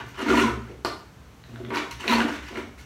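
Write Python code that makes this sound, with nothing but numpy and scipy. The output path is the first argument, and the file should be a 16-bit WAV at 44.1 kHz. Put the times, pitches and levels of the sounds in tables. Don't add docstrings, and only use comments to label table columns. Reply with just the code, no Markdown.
import sys
import numpy as np
from scipy import signal
from scipy.fft import rfft, irfft
from scipy.io import wavfile
from scipy.ndimage import uniform_filter1d

SR = 44100
rng = np.random.default_rng(int(sys.argv[2]) if len(sys.argv) > 2 else 0)


def dump_mix(stems):
    frames = np.atleast_2d(stems).T
    limited = np.clip(frames, -1, 1)
    pcm = np.round(limited * 32767).astype(np.int16)
    wavfile.write(sys.argv[1], SR, pcm)


def volts_from_db(level):
    exponent = np.asarray(level, float) / 20
    return 10 ** exponent


N = 125685


def rms_one(x):
    return x / np.sqrt(np.mean(x ** 2) + 1e-20)


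def bandpass(x, order, low_hz, high_hz):
    return signal.sosfilt(signal.butter(order, [low_hz, high_hz], "band", fs=SR, output="sos"), x)


def resonate(x, hz, width_hz):
    r = np.exp(-np.pi * width_hz / SR)
    poles = [1, -2 * r * np.cos(2 * np.pi * hz / SR), r * r]
    return signal.lfilter([(1 - r * r) / 2, 0, (r * r - 1) / 2], poles, x + 1e-18)


def shapes(rows, fall_db_s):
    start, rise, hold = np.array(rows)[:, :3].T[:, :, None]
    t = np.arange(N) / SR - start
    rise = np.abs(rise) + 1e-4
    return np.clip(t / rise, 0, 1) ** 2 * volts_from_db(-fall_db_s * np.maximum(t - rise - hold, 0))


def drift(rate_hz):
    r = np.exp(-80 * np.pi * rate_hz / SR)
    slow = signal.lfilter([1], [1, -2 * r, r * r], rng.standard_normal(N // 40 + 2002))[2000:]
    return np.interp(np.arange(N) / 40, np.arange(len(slow)), rms_one(slow))


def grains(per_s, spread_db, smooth):
    size = volts_from_db(spread_db * np.minimum(rng.exponential(1, N), 4)) * rng.choice([-1, 1], N)
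    clicks = rms_one(size * (rng.random(N) < per_s / SR))
    return rms_one(clicks + smooth * rng.standard_normal(N))


def place(hits):
    out = np.zeros(N + 6000)
    for t_s, sound in hits:
        at = int(t_s * SR)
        out[at:at + len(sound)] += sound
    return out[:N]


EDGES_HZ = 36 * 2 ** np.arange(0, 9.3, .4)


def bands(sources, spectrum):
    centre_hz = np.sqrt(EDGES_HZ[1:] * EDGES_HZ[:-1])
    at_hz, db = np.transpose(spectrum)
    gain = volts_from_db(np.interp(np.log(centre_hz), np.log(at_hz), db, left=-60))
    rows = []
    for k, g in enumerate(gain):
        source = np.roll(sources[k % 2], k // 3 * 5000)
        rows.append(g * bandpass(source, 2, EDGES_HZ[k], EDGES_HZ[k + 1]))
    rows = np.array(rows)
    return centre_hz, rows / np.std(rows.sum(0))


# t/s, rise/s, hold/s, level/dB, brightness/(dB/octave) about 1500 Hz
SURGE_EVENTS = [(-.01, 0.0012, 0.0085, -30.5, -1.3), (0.055, 0.0085, 0.04, -51.5, 6.5),
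                (0.134, 0.0091, 0.078, -39.5, 0), (0.169, 0.026, 0.032, -33, 1.5),
                (0.226, 0.061, 0.07, -27, 2.5), (0.343, 0.04, 0.038, -23, 3), (0.445, 0.01, 0.036, -30, -9),
                (0.57, 0.019, 0.13, -51, -1), (0.849, .001, 0.004, -28, 5), (1.427, 0.066, 0.28, -56.5, 5),
                (1.702, 0.0021, 0.046, -33, -7.5), (1.715, 0.031, 0.035, -28.5, 2),
                (1.9094, 0.00081, .003, -38.5, 6.5), (1.979, 0.03, 0.1, -35, 2.5),
                (2.073, 0.0081, 0.063, -30, 4), (2.091, 0.023, 0.036, -27, 2),
                (2.169, 0.02, 0.024, -26, 1.7), (2.262, 0.018, 0.082, -36, 2),
                (2.419, 0.0066, 0.097, -43.5, 3), (2.505, 0.057, 0.016, -36.5, 1),
                (2.566, 0.0079, 0.02, -40, 3), (2.771, 0.0075, 0.036, -49, 6)]
SURGE_FALL_DB_S = 431


def surges():
    level_db, tilt_db = np.array(SURGE_EVENTS)[:, 3:5].T
    flow = shapes(SURGE_EVENTS, SURGE_FALL_DB_S)
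    lumps = volts_from_db(1.8 * drift(57))

    def drive(hz):
        return lumps * (volts_from_db(level_db + tilt_db * np.log2(hz / 1500)) @ flow)
    return drive


# f/Hz, density/(dB per Hz)
SPRAY_SPECTRUM = [(240, -53), (400, -3), (511, -20.5), (847, -13), (957, -4.5), (1450, -6.5), (1630, -5.5),
                  (3160, -14.5), (15500, -43)]


def spray(churn, drive):
    hz, rows = bands(churn, SPRAY_SPECTRUM)
    return sum(row * volts_from_db(2.0 * drift(18)) * drive(f) for f, row in zip(hz, rows))


# f/Hz, width/Hz, level/dB
PIPE_RINGS = [(939, 21, 10.5), (1006, 56, 3), (1280, 18, -32), (1282, 125, 3), (1473, 59, 5.5),
              (1775, 97, 2.5), (2150, 210, 2.5), (2800, 180, 0), (4280, 430, -18.5)]
PIPE_DB = -6


def pipe_rings(churn, drive):
    rings = [volts_from_db(db) * resonate(churn, hz, width) * (-1) ** k
             for k, (hz, width, db) in enumerate(PIPE_RINGS)]
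    scale = volts_from_db(PIPE_DB) / np.std(sum(rings))
    return scale * sum(ring * volts_from_db(4.05 * drift(35)) * drive(row[0])
                       for ring, row in zip(rings, PIPE_RINGS))


# t/s of peak, peak level/dB, f/Hz
SLUG_EVENTS = [(0.199, -31, 1440), (.225, -30, 282), (.266, -29.5, 930), (.27, -21.5, 291),
               (.288, -26.5, 1410), (.306, -17.5, 1425), (.308, -16.5, 374), (.332, -20.5, 1183),
               (.34, -15.5, 298), (.345, -21.5, 977), (.356, -20, 237), (.378, -19, 992), (0.387, -21, 300),
               (.39, -22, 1890), (.395, -22, 1313), (.403, -24, 1070), (.417, -17.5, 383.6),
               (0.417, -21, 1440), (.44, -18.5, 1028), (0.449, -19, 228), (.485, -25.5, 988),
               (.532, -33, 1300), (0.579, -35.5, 214), (.62, -35, 229), (.862, -25, 1184),
               (.865, -39, 4120), (1.53, -42.5, 232), (1.615, -35.5, 352), (1.635, -38, 242),
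               (1.654, -44.5, 2010), (1.685, -41, 242), (1.71, -38, 303), (1.735, -34, 377),
               (1.78, -30.5, 297), (1.914, -38, 4200), (1.917, -40.5, 1100), (2.082, -30.5, 984),
               (2.1, -21, 1006), (2.1, -23.5, 3870), (2.108, -21, 237), (2.112, -31, 1920),
               (2.123, -21, 1314), (2.13, -20, 935), (2.136, -29, 3100), (2.139, -24, 4200),
               (2.15, -24.5, 230), (2.152, -27.5, 447), (2.155, -26, 4410), (2.17, -21.5, 974),
               (2.185, -25, 231), (2.189, -34, 370), (2.215, -25, 1478), (2.245, -26, 296),
               (2.25, -27.5, 231.4), (2.287, -29.5, 900), (2.31, -27.5, 295.6), (2.519, -41, 300),
               (2.582, -27, 377), (2.635, -39.5, 233), (2.679, -46, 238)]
SLUG_SWELL_AT_1KHZ_S, SLUG_PITCH_LAW = 0.004992, 0.5016


def slugs():
    t, hits = np.arange(6000) / SR, []
    for peak_s, db, hz in SLUG_EVENTS:
        swell_s = SLUG_SWELL_AT_1KHZ_S * (1000 / hz) ** SLUG_PITCH_LAW
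        env = t / swell_s * np.exp(1 - t / swell_s)
        hits.append((peak_s - swell_s, volts_from_db(db) * np.sin(2 * np.pi * hz * t) * env))
    return place(hits)


# t/s, rise/s, hold/s, level/dB
GULP_EVENTS = [(0.0, 0.00069, 0.014, -40), (0.165, 0.035, 0.019, -29), (0.248, 0.038, 0.015, -22),
               (0.286, 0.017, 0.13, -27.5), (0.484, 0.07, 0.025, -62), (0.678, 0.0046, 0.016, -43.5),
               (1.442, 0.044, 0.038, -48.5), (1.575, 0.013, 0.019, -44), (1.645, 0.013, 0.019, -64),
               (1.677, 0.0064, 0.15, -36.5), (1.977, 0.098, 0.018, -28.5), (2.082, 0.0067, 0.15, -29),
               (2.203, 0.0084, 0.081, -37), (2.488, 0.037, 0.016, -37), (2.549, 0.011, 0.027, -38.5),
               (2.623, 0.0056, 0.0074, -52)]
# f/Hz, width/Hz, level/dB
COLUMN_RINGS = [(216, 6.4, -13), (235.35, 2.46, 6.5), (291, 11.3, 1.5), (305, 77, -8), (379, 17.4, -4.5),
                (466, 5.9, -16), (674, 270, -11), (327, 330, -16.5)]
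GULP_FALL_DB_S = 174


def gulps():
    push = volts_from_db(np.array(GULP_EVENTS)[:, 3]) @ shapes(GULP_EVENTS, GULP_FALL_DB_S)
    pops = bandpass(grains(per_s=300, spread_db=2, smooth=.8), 3, 195, 620)
    air = 0
    for hz, width, db in COLUMN_RINGS:
        ring = resonate(pops, hz, width)
        even = ring / np.sqrt(uniform_filter1d(ring * ring, size=3500) + 1e-12)
        air = air + volts_from_db(db + 2.6 * drift(23)) * np.sqrt(width) * even
    return push * rms_one(air)


# t/s, peak level/dB, start f/Hz
BUBBLE_EVENTS = [
    (0.702, -32.5, 363),
    (0.714, -37, 445),
    (1.538, -35.5, 290),
    (1.602, -29, 336),
    (1.672, -31, 236),
    (1.703, -42, 262),
    (2.573, -28.5, 367),
]
BUBBLE_DECAY_CYCLES, BUBBLE_RISE_PER_CYCLE = 2.6, .03


def bubbles():
    t, hits = np.arange(4000) / SR, []
    for t_s, db, hz in BUBBLE_EVENTS:
        turns = hz * t
        tone = np.sin(2 * np.pi * turns * (1 + BUBBLE_RISE_PER_CYCLE * turns / 2))
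        env = np.minimum(turns, 1) * np.exp(-turns / BUBBLE_DECAY_CYCLES)
        hits.append((t_s, volts_from_db(db) * tone * env))
    return place(hits)


def crack():
    return bandpass(rng.standard_normal(4000), 5, 900, 4100)


# t/s, peak level/dB, main f/Hz, upper f/Hz, upper level/dB
KNOCK_EVENTS = [(0.3016, -14.5, 1290, 2370, -26), (1.439, -40.5, 1830, 3940, -5),
                (1.559, -35.5, 1490, 3550, -4.5), (1.649, -33.5, 1290, 3400, -1.5),
                (1.7045, -31, 1010, 2340, -4), (1.759, -23, 4700, 5630, -32), (1.771, -20, 1095, 2330, 0),
                (1.9124, -28.5, 3920, 5430, -3), (2.0789, -11, 2450, 4000, -6),
                (2.124, -12.5, 960, 3050, -7.5), (2.183, -25.5, 2610, 900, 10),
                (2.204, -15, 1550, 2800, -5.5), (2.556, -28, 2100, 1530, -11)]
KNOCK_CRACK_DB, KNOCK_SWELL_CYCLES = -2, 1.32


def knocks():
    t, hits = np.arange(4000) / SR, []
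    for t_s, db, hz, upper_hz, upper_db in KNOCK_EVENTS:
        tau_s = KNOCK_SWELL_CYCLES / np.sqrt(hz * upper_hz)
        ring = np.sin(2 * np.pi * hz * t) + volts_from_db(upper_db) * np.sin(2 * np.pi * upper_hz * t)
        ring = ring + volts_from_db(KNOCK_CRACK_DB) * crack()
        hits.append((t_s, volts_from_db(db) * ring * t / tau_s * np.exp(1 - t / tau_s)))
    return place(hits)


# f/Hz, level/dB, T60/s
RIM_MODES = [(342, 5, 0.023), (643, 4, 0.015), (970, 7.5, .012), (1194, -1.5, 0.032), (1416, 4.5, 0.014),
             (2100, -17, 0.054), (2800, -29, 0.012), (4200, -1, 0.018), (4680, 2, 0.0076),
             (5270, 1.5, 0.0065), (7500, -5, .006), (8960, -4, 0.0053)]
BLOW_S, BLOW_DB, BLOW_CRACK_DB = .8478, -21, -1.5


def rim_blow():
    t = np.arange(4000) / SR
    ring = volts_from_db(BLOW_CRACK_DB) * crack() * np.exp(-t / 0.004)
    for k, (hz, db, t60_s) in enumerate(RIM_MODES):
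        ring = ring + volts_from_db(db - 60 * t / t60_s) * np.sin(2 * np.pi * hz * t) * (-1) ** k
    return place([(BLOW_S, volts_from_db(BLOW_DB) * ring * (1 - np.exp(-t / .0007)))])


ROOM_T60_S, ROOM_DB, ROOM_GAP_S, ROOM_DULL_HZ = 0.43, -1.5, 0.00067, 10100


def bathroom(x):
    t = np.arange(SR // 2) / SR
    tail = rfft(rng.standard_normal(len(t)) * volts_from_db(-60 * t / ROOM_T60_S))
    tail = tail / np.sqrt(uniform_filter1d(np.abs(tail) ** 2, size=25))
    tail = irfft(tail, len(t)) * (t > ROOM_GAP_S) * (t < .4)
    tail = signal.lfilter(*signal.butter(1, ROOM_DULL_HZ, fs=SR), tail)
    return volts_from_db(ROOM_DB) * signal.fftconvolve(x, tail / np.sqrt(np.sum(tail ** 2)))[:N]


# t/s, rise/s, hold/s, lower mode level/dB, upper mode level/dB
HEAVE_EVENTS = [(-0.013, 0.012, 0.028, -72, -42.5), (0.25, 0.023, 0.058, -34, -38),
                (0.377, 0.024, 0.04, -36, -33.5), (0.467, 0.024, 0.042, -33, -40),
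                (0.577, 0.036, 0.12, -48, -50), (0.814, 0.016, 0.021, -49, -44),
                (1.47, 0.015, 0.18, -63, -39.5), (1.882, 0.018, 0.024, -41, -39),
                (2.08, 0.032, 0.05, -36, -39.5), (2.373, 0.019, 0.021, -39, -49),
                (2.663, 0.037, 0.039, -44, -67)]
# f/Hz, width/Hz
BOOM_MODES = [(65, 8.1), (120, 5.6)]
HEAVE_FALL_DB_S, HUM_DB, HUM_STEP_DB = 259, -52.5, -8.5


def booms():
    env, out = shapes(HEAVE_EVENTS, HEAVE_FALL_DB_S), 0
    for k, (hz, width) in enumerate(BOOM_MODES):
        phase = 2 * np.pi * np.cumsum(hz + 2.86 * drift(10.3)) / SR
        tone = np.sin(phase) * np.sqrt(2) * volts_from_db(1.3 * drift(14))
        heave = volts_from_db(np.array(HEAVE_EVENTS)[:, 3 + k]) @ env
        hum = resonate(resonate(rng.standard_normal(N), hz, 3 * width), hz, 3 * width)
        out = out + resonate(tone * heave, hz, width) + volts_from_db(HUM_DB + HUM_STEP_DB * k) * rms_one(hum)
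    return out


# f/Hz, density/(dB per Hz)
HUSH_SPECTRUM = [(21, -37), (35, -9), (65, -2.5), (135, -5), (269, -13.5), (405, -16), (987, -21.5),
                 (1070, -20), (15500, -43.5)]
HUSH_DB = -49.5


def hush():
    return volts_from_db(HUSH_DB) * bands(rng.standard_normal((2, N)), HUSH_SPECTRUM)[1].sum(0)


def scene():
    churn = [grains(per_s=2000, spread_db=2.5, smooth=.8) for _ in range(2)]
    drive = surges()
    pipe = pipe_rings(churn[0], drive)
    slaps, air = slugs(), gulps()
    near = volts_from_db(-9) * spray(churn, drive) + bubbles() + knocks() + rim_blow()
    wet = bathroom(near + volts_from_db(-7.5) * pipe + volts_from_db(-8.5) * air + volts_from_db(-8.5) * slaps)
    direct = near + slaps + volts_from_db(-2.5) * pipe + volts_from_db(-4) * air
    return (direct + wet + booms() + hush())[None]


def low_pass(x):
    return signal.sosfilt(signal.butter(12, 15810, fs=SR, output="sos"), x)


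# f/Hz, width/Hz, level/dB
MIC_COLOUR = [(1150, 85, -1), (1630, 120, -1.5), (3700, 500, -1), (8600, 870, -2.5), (14000, 2000, -1.5),
              (4500, 790, 1), (4950, 300, -6), (6200, 790, 4), (6500, 280, -3), (10530, 490, -8)]
MIC_LOW_HZ, MIC_TOP_HZ = 48, 16250


def record(dry):
    for hz, width, db in MIC_COLOUR:
        dry = dry + (volts_from_db(db) - 1) * resonate(dry, hz, width)
    dry = signal.sosfilt(signal.butter(3, MIC_LOW_HZ, "high", fs=SR, output="sos"), dry)
    mix = signal.sosfilt(signal.cheby2(20, 60, MIC_TOP_HZ, fs=SR, output="sos"), dry)
    return low_pass(mix)


dry = scene()
out = record(dry)
dump_mix(out)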